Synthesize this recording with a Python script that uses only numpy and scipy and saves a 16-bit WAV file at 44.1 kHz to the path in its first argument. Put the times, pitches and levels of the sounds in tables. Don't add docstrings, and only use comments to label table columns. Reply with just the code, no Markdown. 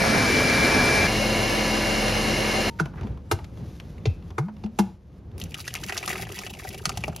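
import sys
import numpy as np
from scipy import signal
from scipy.fft import rfft, irfft
from scipy.io import wavfile
from scipy.ndimage import uniform_filter1d

SR = 44100
rng = np.random.default_rng(int(sys.argv[2]) if len(sys.argv) > 2 else 0)


def put_to_file(sound):
    columns = np.atleast_2d(sound).T
    safe = np.clip(columns, -1, 1)
    whole_steps = np.round(safe * 32767)
    wavfile.write(sys.argv[1], SR, whole_steps.astype(np.int16))


N = 317520
TIME, BINS = np.arange(N) / SR, np.arange(N // 2 + 1) * SR / N
CUT_S, POUR_S = 2.70, 5.377

# time in seconds, crackle level in dB.
FLOW = [(5.36, -59), (5.43, -57), (5.56, -50), (5.83, -44), (6.1, -43.5), (6.45, -47.5), (6.81, -50.5),
        (7.2, -53)]


def amp(db):
    return 10 ** (np.asarray(db) / 20)


def unit(x):
    return x / np.sqrt(np.mean(x ** 2))


def curves(table):
    s, *columns = np.transpose(table)
    return [np.interp(TIME, s, c) for c in columns]


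def read_db(points, hz):
    f, db = np.transpose(points)
    return np.interp(np.log(np.maximum(hz, 1)), np.log(f), db)


def shape(x, gain):
    return irfft(rfft(x) * gain, N)


def above(hz, order=4):
    return (BINS / hz) ** order / np.sqrt(1 + (BINS / hz) ** (2 * order))


def band(x, lo_hz, hi_hz, order=2):
    sos = signal.butter(order, [lo_hz, min(hi_hz, .45 * SR)], "band", fs=SR, output="sos")
    return signal.sosfilt(sos, x)


def walk(rate):
    k = max(int(SR / rate), 1)
    steps = np.repeat(rng.standard_normal(N // k + 1), k)
    return unit(uniform_filter1d(uniform_filter1d(steps, k), k)[:N])


def fade(t, t60):
    return np.exp(-np.log(1000) * t / t60)


def gate(start, stop):
    return uniform_filter1d(((TIME >= start) & (TIME < stop)) * 1., 176)


def add(track, s, sound):
    i = min(max(int(s * SR), 0), N)
    track[i:i + len(sound)] += sound[:N - i]


def clicks(rate, spread_db):
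    size = amp(spread_db * np.minimum(rng.exponential(size=N), 4))
    return (rng.random(N) < rate / SR) * size * rng.choice([-1, 1], N)


def blender(run, colour, body, orders, churn_db, hum_db, whine_db, chop_db, slosh_db, beat, wobble):
    whine_per_turn = 65
    whine_hz, line_db, load_db = curves(run)
    turn = np.cumsum(whine_hz * (1 + wobble * walk(38.9))) / SR / whine_per_turn
    throb = 1 + beat * np.cos(2 * np.pi * 5 * turn)
    stir = rng.standard_normal(N) * throb + amp(chop_db) * unit(clicks(350, 2.0))
    octave = np.log2(np.clip(BINS, 40, 10240) / 40)
    churn = 0
    for k in range(9):
        part = shape(stir, np.maximum(1 - abs(octave - k), 0))
        churn = churn + part * amp(slosh_db * walk(22.33) / (1 + 0.59 * abs(k - 3)))
    lift_db = sum(db / (1 + (2 * (BINS - hz) / width) ** 2) for hz, width, db in body)
    churn = unit(shape(churn, amp(read_db(colour, BINS) + lift_db) * above(31.4, order=10)))
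    hum = 0
    for k, db in orders:
        phase = 2 * np.pi * (round(k) * turn + rng.random()) + 0.25 * walk(8.63)
        hum = hum + amp(db + 1.2 * walk(7.21)) * np.sin(phase)
    whine = unit(amp(0.2 * walk(18.4)) * np.sin(2 * np.pi * whine_per_turn * turn))
    drive = amp(churn_db) * churn + amp(hum_db) * unit(hum)
    return amp(load_db) * drive + amp(line_db + whine_db) * whine


def blending():
    change_s = 1.072
    # time in seconds, whine pitch in Hz,
    # whine level in dB, level of churning and hum in dB (levels before the trims below).
    chunky_run, smooth_run = [(0.03, 2340, -28, -18), (0.372, 2343, -25, -18), (1.05, 2350, -23.5, -17.5)], [(1.12, 2779, -33, -24.5), (2.62, 2782, -33, -25)]
    # frequency in Hz, relative level in dB per Hz.
    chunky_colour, smooth_colour = [(45, -2.5), (110, 0.5), (270, 1), (600, -5.5), (1250, -8.5), (2100, -8),
                                    (3200, -15), (5100, -14.5), (7000, -18.5), (10000, -22), (12300, -30),
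                                    (15500, -42)], [(45, -32), (110, -3), (270, -3.5), (550, -3),
                                                           (1350, -12.5), (2200, -11), (3450, -18.5),
                                                           (5000, -14.5), (7500, -20.5), (10500, -25.5),
                                                           (13000, -30.5), (15500, -42)]
    # frequency in Hz, width in Hz, lift in dB.
    chunky_body, smooth_body = [(416, 26, 0), (680, 110, 4), (1654, 83, 9), (2210, 140, 6),
                                (4190, 160, 5.5), (5140, 400, 4), (9230, 290, 10.5)], [(540, 39, 4.4), (1715, 38, 9.3), (2168, 150, 9.1),
                                                     (2885, 260, 9.5), (3820, 110, 4.8), (4216, 120, 8.5),
                                                     (9480, 270, 8.9)]
    # multiple of the turn rate, relative level in dB.
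    chunky_orders, smooth_orders = [(6, 0.5), (7, 3), (12, 1), (15, 1)], [(1, 3), (2, -3), (5, 5), (6, -16), (7, -4.5),
                                                           (8, -2), (12, -8), (14, -4), (18, -2.5),
                                                           (23, -8.5), (95, -7), (120, -7), (245, -11)]
    # frequency in Hz, typical level in dB.
    motor_tones = [(113, -38), (120, -48), (156, -50)]
    chunky = blender(chunky_run, chunky_colour, chunky_body, chunky_orders,
                     churn_db=-3.0, hum_db=-13.5, whine_db=-2.5, chop_db=-11.0, slosh_db=2.0,
                     beat=0.064, wobble=0.002)
    smooth = blender(smooth_run, smooth_colour, smooth_body, smooth_orders,
                     churn_db=0.0, hum_db=-4.0, whine_db=-3.5, chop_db=-8.0, slosh_db=0.5,
                     beat=0.1, wobble=0.00043)
    tones = 0
    for hz, db in motor_tones:
        tone = np.sqrt(2) * np.sin(2 * np.pi * hz * TIME + 0.48 * walk(24.74))
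        tones = tones + amp(db + 2.3 * walk(11)) * tone
    return chunky * gate(0, change_s) + (smooth + tones) * gate(change_s, CUT_S)


def lump():
    centre_s, width_s, level_db = 0.737, 0.11, -29
    chop = unit(band(clicks(300, 1.5), 200, 940))
    return amp(level_db) * chop * np.exp(-((TIME - centre_s) / width_s) ** 2)


def boom(hz, rise_s, t60, glide):
    t = np.arange(SR // 3) / SR
    ratio = 2 ** (glide * np.minimum(10 * t, 1))
    swell = np.minimum(t / rise_s, 1) ** 2 * fade(np.maximum(t - rise_s, 0), t60)
    return swell * np.sin(2 * np.pi * hz * np.cumsum(ratio) / SR)


def wall_ring(hz, t60, spread=0.072):
    t = np.arange(SR // 3) / SR
    detune, phase = rng.uniform(-1.11, 1, size=(2, 16))
    modes = sum(np.sin(2 * np.pi * (hz * (1 + spread * d) * t + p)) for d, p in zip(detune, phase))
    return unit(modes) * fade(t, t60) * (1 - np.exp(-t * hz))


def knock(level_db, upper_hz, lower_hz, low_db, high_db, contact_s=0.00087, crack_db=-3, crack_t60=0.063,
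          knock_db=-12, low_lift_db=12, high_lift_db=9, favour_db=9, favour_octaves=0.16, top_hz=6000):
    # frequency in Hz, relative level in dB, t60 in seconds.
    plastic = [(340.5, 6.5, 0.13), (430, 10.5, 0.08), (666, 7.5, 0.089), (769, 4, 0.15), (855, 12, 0.057),
               (971, 10.5, 0.065), (1260, 10.5, 0.023), (1397, 11.5, 0.023), (2110, 14.5, 0.072),
               (2380, 29, 0.012), (2780, 14, 0.064), (3560, 20.5, 0.017)]
    t = np.arange(SR // 4) / SR
    chance = rng.standard_normal((3, len(t)))
    ring = 0
    for (hz, db, t60), detune, phase in zip(plastic, chance[0], chance[1]):
        near = sum(np.exp(-(np.log2(hz / place_hz) / favour_octaves) ** 2)
                   for place_hz in (upper_hz, lower_hz))
        tone = np.sin(2 * np.pi * (hz * (1 + 0.0174 * detune) * t + phase))
        ring = ring + amp(db + favour_db * near) * fade(t, t60) * tone
    crack = band(chance[2], 110, 7000, order=1) * fade(t, crack_t60)
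    blow = (unit(ring) + amp(crack_db) * unit(crack)) * (1 - np.exp(-t / contact_s))
    reach_hz = top_hz * 2 ** max((level_db + 23.0) / 10, 0)
    out = 0
    # low, middle and treble, each levelled by its first 25 ms
    for lo, hi, db in ((260, 514, low_db + low_lift_db),
                       (764, 1640, 0),
                       (2060, reach_hz, high_db + high_lift_db)):
        part = band(blow, lo, hi)
        out = out + amp(level_db + db + knock_db) * part / np.std(part[:SR // 40])
    return out


def knocks():
    # start in seconds, level in dB, upper and lower Hz that the blow favours,
    # low ring in dB, treble in dB (these three levels before the trims in knock),
    # ringing wall in Hz, its dB and t60 in seconds, boom in Hz, its dB,
    # its glide in octaves per 0.1 s, its swell in seconds, its t60 in seconds.
    blows = [(2.798, -17, 1450, 305, -13, -15, 1450, -21, 0.036, 185, -17.5, -0.73, 0.02, .19),
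             (3.031, -40, 915, 346, -3.5, -12, 960, -40, 0.11, 240, -25.5, -0.74, 0.02, .08),
             (3.313, -11.5, 1310, 386, -13, -12.5, 1392, -22.5, .03, 119, -16, -0.98, 0.029, 0.069),
             (4.055, -26, 745, 433, -2, -5, 2560, -47, 0.28, 162.4, -11.5, -1.86, 0.026, 0.16),
             (4.381, -16, 1230, 379, -13, -20, 1010, -31, .04, 111, -18, .94, 0.023, 0.35),
             (4.637, -34.5, 820, 373, -6, -12, 794, -39, 0.15, 198, -20.5, .29, 0.015, 0.19),
             (4.788, -12.5, 905, 345, -12.5, -14, 876, -19, 0.044, 208, -10.5, -0.17, 0.013, 0.19)]
    out = np.zeros(N)
    add(out, CUT_S, amp(-45) * boom(920, rise_s=.002, t60=0.44, glide=0))
    for row in blows:
        s, db, upper_hz, lower_hz, low_db, high_db = row[:6]
        ring_hz, ring_db, ring_t60, boom_hz, boom_db, glide, swell_s, boom_t60 = row[6:]
        add(out, s, knock(db, upper_hz, lower_hz, low_db, high_db))
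        add(out, s, amp(ring_db) * wall_ring(ring_hz, ring_t60))
        add(out, s, amp(boom_db) * boom(boom_hz, swell_s, boom_t60, glide))
    return out


def touches(body_t60=.075, click_t60=0.024, contact_s=0.00096, hollow_db=-2):
    # start in seconds, body level in dB, click level in dB (both before the fades).
    contacts = [(2.856, -34, -35), (2.936, -43, -54), (2.957, -47, -52), (3.01, -40, -40), (3.07, -42, -44),
                (3.173, -46.5, -48), (3.388, -36, -41), (3.443, -47, -36), (3.573, -53, -47),
                (3.799, -45, -34.5), (3.98, -56, -47.5), (4.224, -55, -51), (4.304, -42, -40.5),
                (4.483, -35, -54), (4.566, -54, -49), (4.661, -41, -43), (5.315, -69, -55)]
    out, t = np.zeros(N), np.arange(SR // 8) / SR
    for s, body_db, click_db in contacts:
        chance = rng.standard_normal((2, len(t)))
        body = unit(band(chance[0], 540, 1070)) + amp(hollow_db) * unit(band(chance[0], 270, 460))
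        click = unit(band(chance[1], 2000, 3100, order=1))
        touch = amp(body_db) * body * fade(t, body_t60) + amp(click_db) * click * fade(t, click_t60)
        add(out, s, touch * (1 - np.exp(-t / contact_s)))
    return out


def pool_depth(s):
    start_s, fill_s = 5.47, 0.53
    return np.clip((s - start_s) / fill_s, 0, 1)


def bubble(t, hz, cycles, glide=0.16):
    age = np.clip(t * hz / cycles, 0, 2)
    tone = np.sin(2 * np.pi * cycles * age * (1 + glide * age / 2))
    return tone * fade(age, 0.78) * (1 - np.exp(-age * cycles))


def splat(hz, snap_db, depth, burst_db=-2, squelch_db=-1, spray_t60=0.032, snap_t60=0.0029,
          spray_share=0.51, rise_s=0.00084, cycles=22, chain_s=.014, chain_octaves=.3,
          low_db=-17, pool_lift_db=11, high_db=-9):
    t = np.arange(SR // 12) / SR
    chance = rng.standard_normal((2, len(t)))
    swell = 1 - np.exp(-t / rise_s)
    decay = fade(t, snap_t60) + spray_share * fade(t, spray_t60)
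    wet = chance[0] * amp(1.5 * chance[1]) * decay * swell
    squelch = 0
    for late, pitch in rng.random(size=(6, 2)):
        bubble_hz = hz * 2 ** (chain_octaves * (2 * pitch - 1))
        squelch = squelch + amp(-12 * late) * bubble(t - chain_s * late, bubble_hz, cycles / 2)
    snap = unit(band(wet, 2000, 8000)) + amp(high_db) * unit(band(wet, 3800, 9300))
    body = amp(low_db + pool_lift_db * depth) * unit(band(wet, 366, 1100))
    burst = amp(burst_db) * unit(bubble(t, hz, cycles))
    sound = amp(snap_db) * snap + burst + amp(squelch_db) * unit(squelch) + body
    return sound / np.std(sound[:SR // 125])


def splats(splat_db=-2.5, scatter_db=5, scatter_octaves=0.8, small_snap_db=-5):
    # start in seconds, level in dB before the trim splat_db,
    # pitch of the trapped air in Hz, snap level in dB before it is mixed with the bubbles.
    folds = [(5.415, -32, 3160, -4), (5.543, -28.5, 2860, -1.5), (5.603, -33.5, 4540, -7),
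             (5.678, -25, 1810, 1), (5.752, -26.5, 2120, -1), (5.836, -29, 1920, 18), (5.886, -32, 2670, 0),
             (5.895, -25, 1840, -4), (5.923, -27, 2280, -9), (5.968, -28.5, 2000, 1),
             (5.977, -21.5, 5240, 3), (6.028, -30, 2280, -8), (6.077, -23, 1180, 3.5),
             (6.102, -25.5, 1920, -14), (6.128, -28, 1870, -9), (6.156, -29, 2020, -10),
             (6.195, -38.5, 734, -20), (6.227, -34, 2230, -8), (6.291, -40, 2400, -8),
             (6.389, -29, 5140, -0.5), (6.435, -35, 2200, -3), (6.465, -32, 2700, -2),
             (6.537, -37.5, 2600, -2), (6.65, -37.5, 740, -10), (6.745, -36, 590, -1),
             (6.855, -17, 1270, 8.5), (6.893, -23.5, 1210, 3.5), (6.918, -39, 2350, -10),
             (6.973, -27, 780, 7), (7.038, -23, 2400, -9), (7.08, -26, 645, -11)]
    big_pocket_hz, thud_db, thud_lag_s = 960, 7, 0.0109
    small_per_s, small_db, small_hz = 55, 1, 2000
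    out = np.zeros(N)
    for s, db, hz, snap_db in folds:
        add(out, s, amp(db + splat_db) * splat(hz, snap_db, pool_depth(s)))
        weight = 1 / (1 + (hz / big_pocket_hz) ** 4)
        thud = boom(160, rise_s=0.0116, t60=0.027, glide=0)
        add(out, s + thud_lag_s, amp(db + thud_db) * weight * thud)
    flow_db, = curves(FLOW)
    for k, (late, size, pitch) in enumerate(rng.uniform(-1, 1, size=(100, 3))):
        s = POUR_S + (k + 2 + 2 * late) / small_per_s
        db = np.interp(s, TIME, flow_db) + small_db + scatter_db * size
        hz = small_hz * 2 ** (scatter_octaves * pitch)
        add(out, s, amp(db) * splat(hz, small_snap_db, pool_depth(s)))
    return out


def snaps(snap_t60=0.0081, spray_t60=0.046, spray_db=-13):
    # start in seconds, level in dB before the fade.
    bursts = [(5.38, -33), (5.4, -29), (5.439, -30), (5.652, -37), (5.74, -22.5), (5.864, -30),
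              (6.061, -26), (6.292, -37), (6.322, -26), (6.69, -24.5), (6.839, -42), (6.8555, -39),
              (7.163, -25)]
    out, t = np.zeros(N), np.arange(SR // 20) / SR
    for s, db in bursts:
        tick = unit(band(rng.standard_normal(len(t)), 3800, 12000, order=1))
        add(out, s, amp(db) * tick * (fade(t, snap_t60) + amp(spray_db) * fade(t, spray_t60)))
    return out


def grains(hz, rate, spread_db, cycles):
    t = np.arange(SR // 20) / SR
    grain = np.sin(2 * np.pi * hz * t * (1 + 2 * t)) * fade(t, cycles / hz) * (1 - np.exp(-t * hz))
    return unit(signal.fftconvolve(clicks(rate, spread_db), grain)[:N])


def stream(crackle_db=0, fizz_db=-10, gurgle_db=-5, gurgle_hz=2100, gurgle_octaves=0.32,
           blob_db=-50, drum_db=-42, clump_db=6.5):
    # frequency in Hz, relative level in dB per Hz.
    sauce_colour = [(400, -19), (700, -22), (1200, -17), (2000, -7), (2900, -5), (5000, -3.5), (7000, -2.5),
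                    (10000, -2.5), (13000, -10.5), (15500, -2)]
    flow_db, = curves(FLOW)
    films = unit(clicks(1100, 4.3)) + amp(fizz_db) * rng.standard_normal(N)
    films = unit(shape(films, amp(read_db(sauce_colour, BINS)) * above(160, order=2)))
    gurgle = 0
    for hz in np.geomspace(1200, 3800, num=12):
        share = np.exp(-(np.log2(hz / gurgle_hz) / gurgle_octaves) ** 2)
        gurgle = gurgle + share * grains(hz, 45, 3.5, 18)
    strength = amp(0.6 * (flow_db - flow_db.max()))
    wet = (films + amp(gurgle_db) * strength * unit(gurgle)) * amp(clump_db * walk(70))
    t = np.arange(SR // 15) / SR
    smear = rng.standard_normal(len(t)) * fade(t, .045)
    wet = .75 * wet + .65 * signal.fftconvolve(wet, smear / np.linalg.norm(smear))[:N]
    blobs = unit(sum(grains(hz, 13, 2.2, 11) / hz ** .5 for hz in np.geomspace(340, 900, num=8)))
    drum = unit(sum(grains(hz, 14, 2.5, 12) for hz in (75, 90, 110, 180)))
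    pool = pool_depth(TIME) * (amp(blob_db) * blobs + amp(drum_db) * drum)
    return wet * amp(flow_db + crackle_db) * gate(POUR_S, 8) + pool


def bowl(x, direct_db=-2.0):
    # frequency in Hz, width in Hz, level in dB against the direct sound.
    hollows = [(375, 52, 5), (748, 76, 4), (1240, 45, 0), (1944, 35, -3), (2760, 360, -1.5)]
    ring = sum(amp(db) * signal.lfilter(*signal.iirpeak(hz, hz / width, fs=SR), x)
               for hz, width, db in hollows)
    return amp(direct_db) * (x + ring)


def background(rub_db=-1, rustle_db=-51, scuff_db=-33):
    # time in seconds, level in dB before the trim rub_db.
    rubbing = [(2.74, -60.5), (2.78, -60.5), (3.17, -77), (3.5, -65), (3.62, -61), (3.9, -60.5),
               (3.96, -66.5), (5.17, -73.5), (5.34, -86)]
    # frequency in Hz, relative level in dB per Hz.
    room_colour = [(25, -28), (50, -10.5), (70, -2), (140, -11), (177, -11), (290, -21.5), (500, -26.5),
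                   (700, -34), (1700, -44.5), (14000, -56)]
    room_db = -39.5
    hand_db, = curves(rubbing)
    room_gain = amp(read_db(room_colour, BINS)) * above(27) / np.sqrt(1 + (BINS / 2500) ** 2)
    room = unit(shape(rng.standard_normal(N), room_gain)) * amp(room_db + 3.7 * walk(7.3))
    rub = unit(band(clicks(3000, 2.5), 1100, 6500, order=1)) * amp(3 * walk(45))
    rub = rub * amp(rub_db + hand_db) * gate(CUT_S, POUR_S)
    scuff = amp(scuff_db) * gate(2.79, 2.8) * unit(band(rng.standard_normal(N), 1400, 1700, order=1))
    rustle = unit(band(rng.standard_normal(N), 700, 1800) * amp(6 * walk(70)))
    rustle = amp(rustle_db) * np.exp(-((TIME - 3.03) / 0.07) ** 2) * rustle
    return room + rub + scuff + rustle


def kitchen(x, tail_db=-15, t60=0.33, early_t60=0.038):
    # frequency in Hz, side level in dB against the direct sound.
    side_width = [(60, -23), (200, -16.5), (380, -13), (700, -8), (1300, -7.5), (2400, -9.5), (4400, -24.5),
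                  (8500, -14)]
    t = np.arange(SR // 2) / SR
    early = rng.standard_normal(len(t)) * fade(t, early_t60)
    scramble = np.exp(1j * np.angle(rfft(early, N)))
    side = shape(x, scramble * amp(read_db(side_width, BINS)))
    side = side * unit(np.tanh(2 * walk(30)))
    tail = band(rng.standard_normal(len(t)), 120, 8600, order=1)
    tail = tail * fade(t, t60) * np.minimum(t / 0.029, 1)
    mid = x + amp(tail_db) * signal.fftconvolve(x, tail / np.linalg.norm(tail) / 2)[:N]
    return np.array([mid + side, mid - side])


def scene():
    running = kitchen(blending() + lump()) * gate(0, CUT_S)
    poured = bowl(splats() + snaps() + stream())
    return running + kitchen(knocks() + touches() + poured + background())


def record(dry):
    # frequency in Hz, left minus right level in dB.
    channel_balance = [(100, 0.5), (380, 0), (1300, 0.3), (1700, -3), (2400, 4), (3100, 1.5), (4400, 0),
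                       (8000, 0)]
    # frequency in Hz, half cycles by which the right channel leads.
    channel_phase = [(6200, 0), (7800, 1), (8700, 1), (11100, 2), (12400, 2), (14200, 3)]
    top_hz = 15800
    tilt = amp(read_db(channel_balance, BINS) / 2)
    lead = np.exp(1j * np.pi * np.interp(BINS, *np.transpose(channel_phase)))
    channels = np.array([shape(dry[0], tilt), shape(dry[1], lead / tilt)])
    return signal.sosfilt(signal.ellip(10, .2, 80, top_hz, fs=SR, output="sos"), channels)


dry = scene()
out = record(dry)
put_to_file(out)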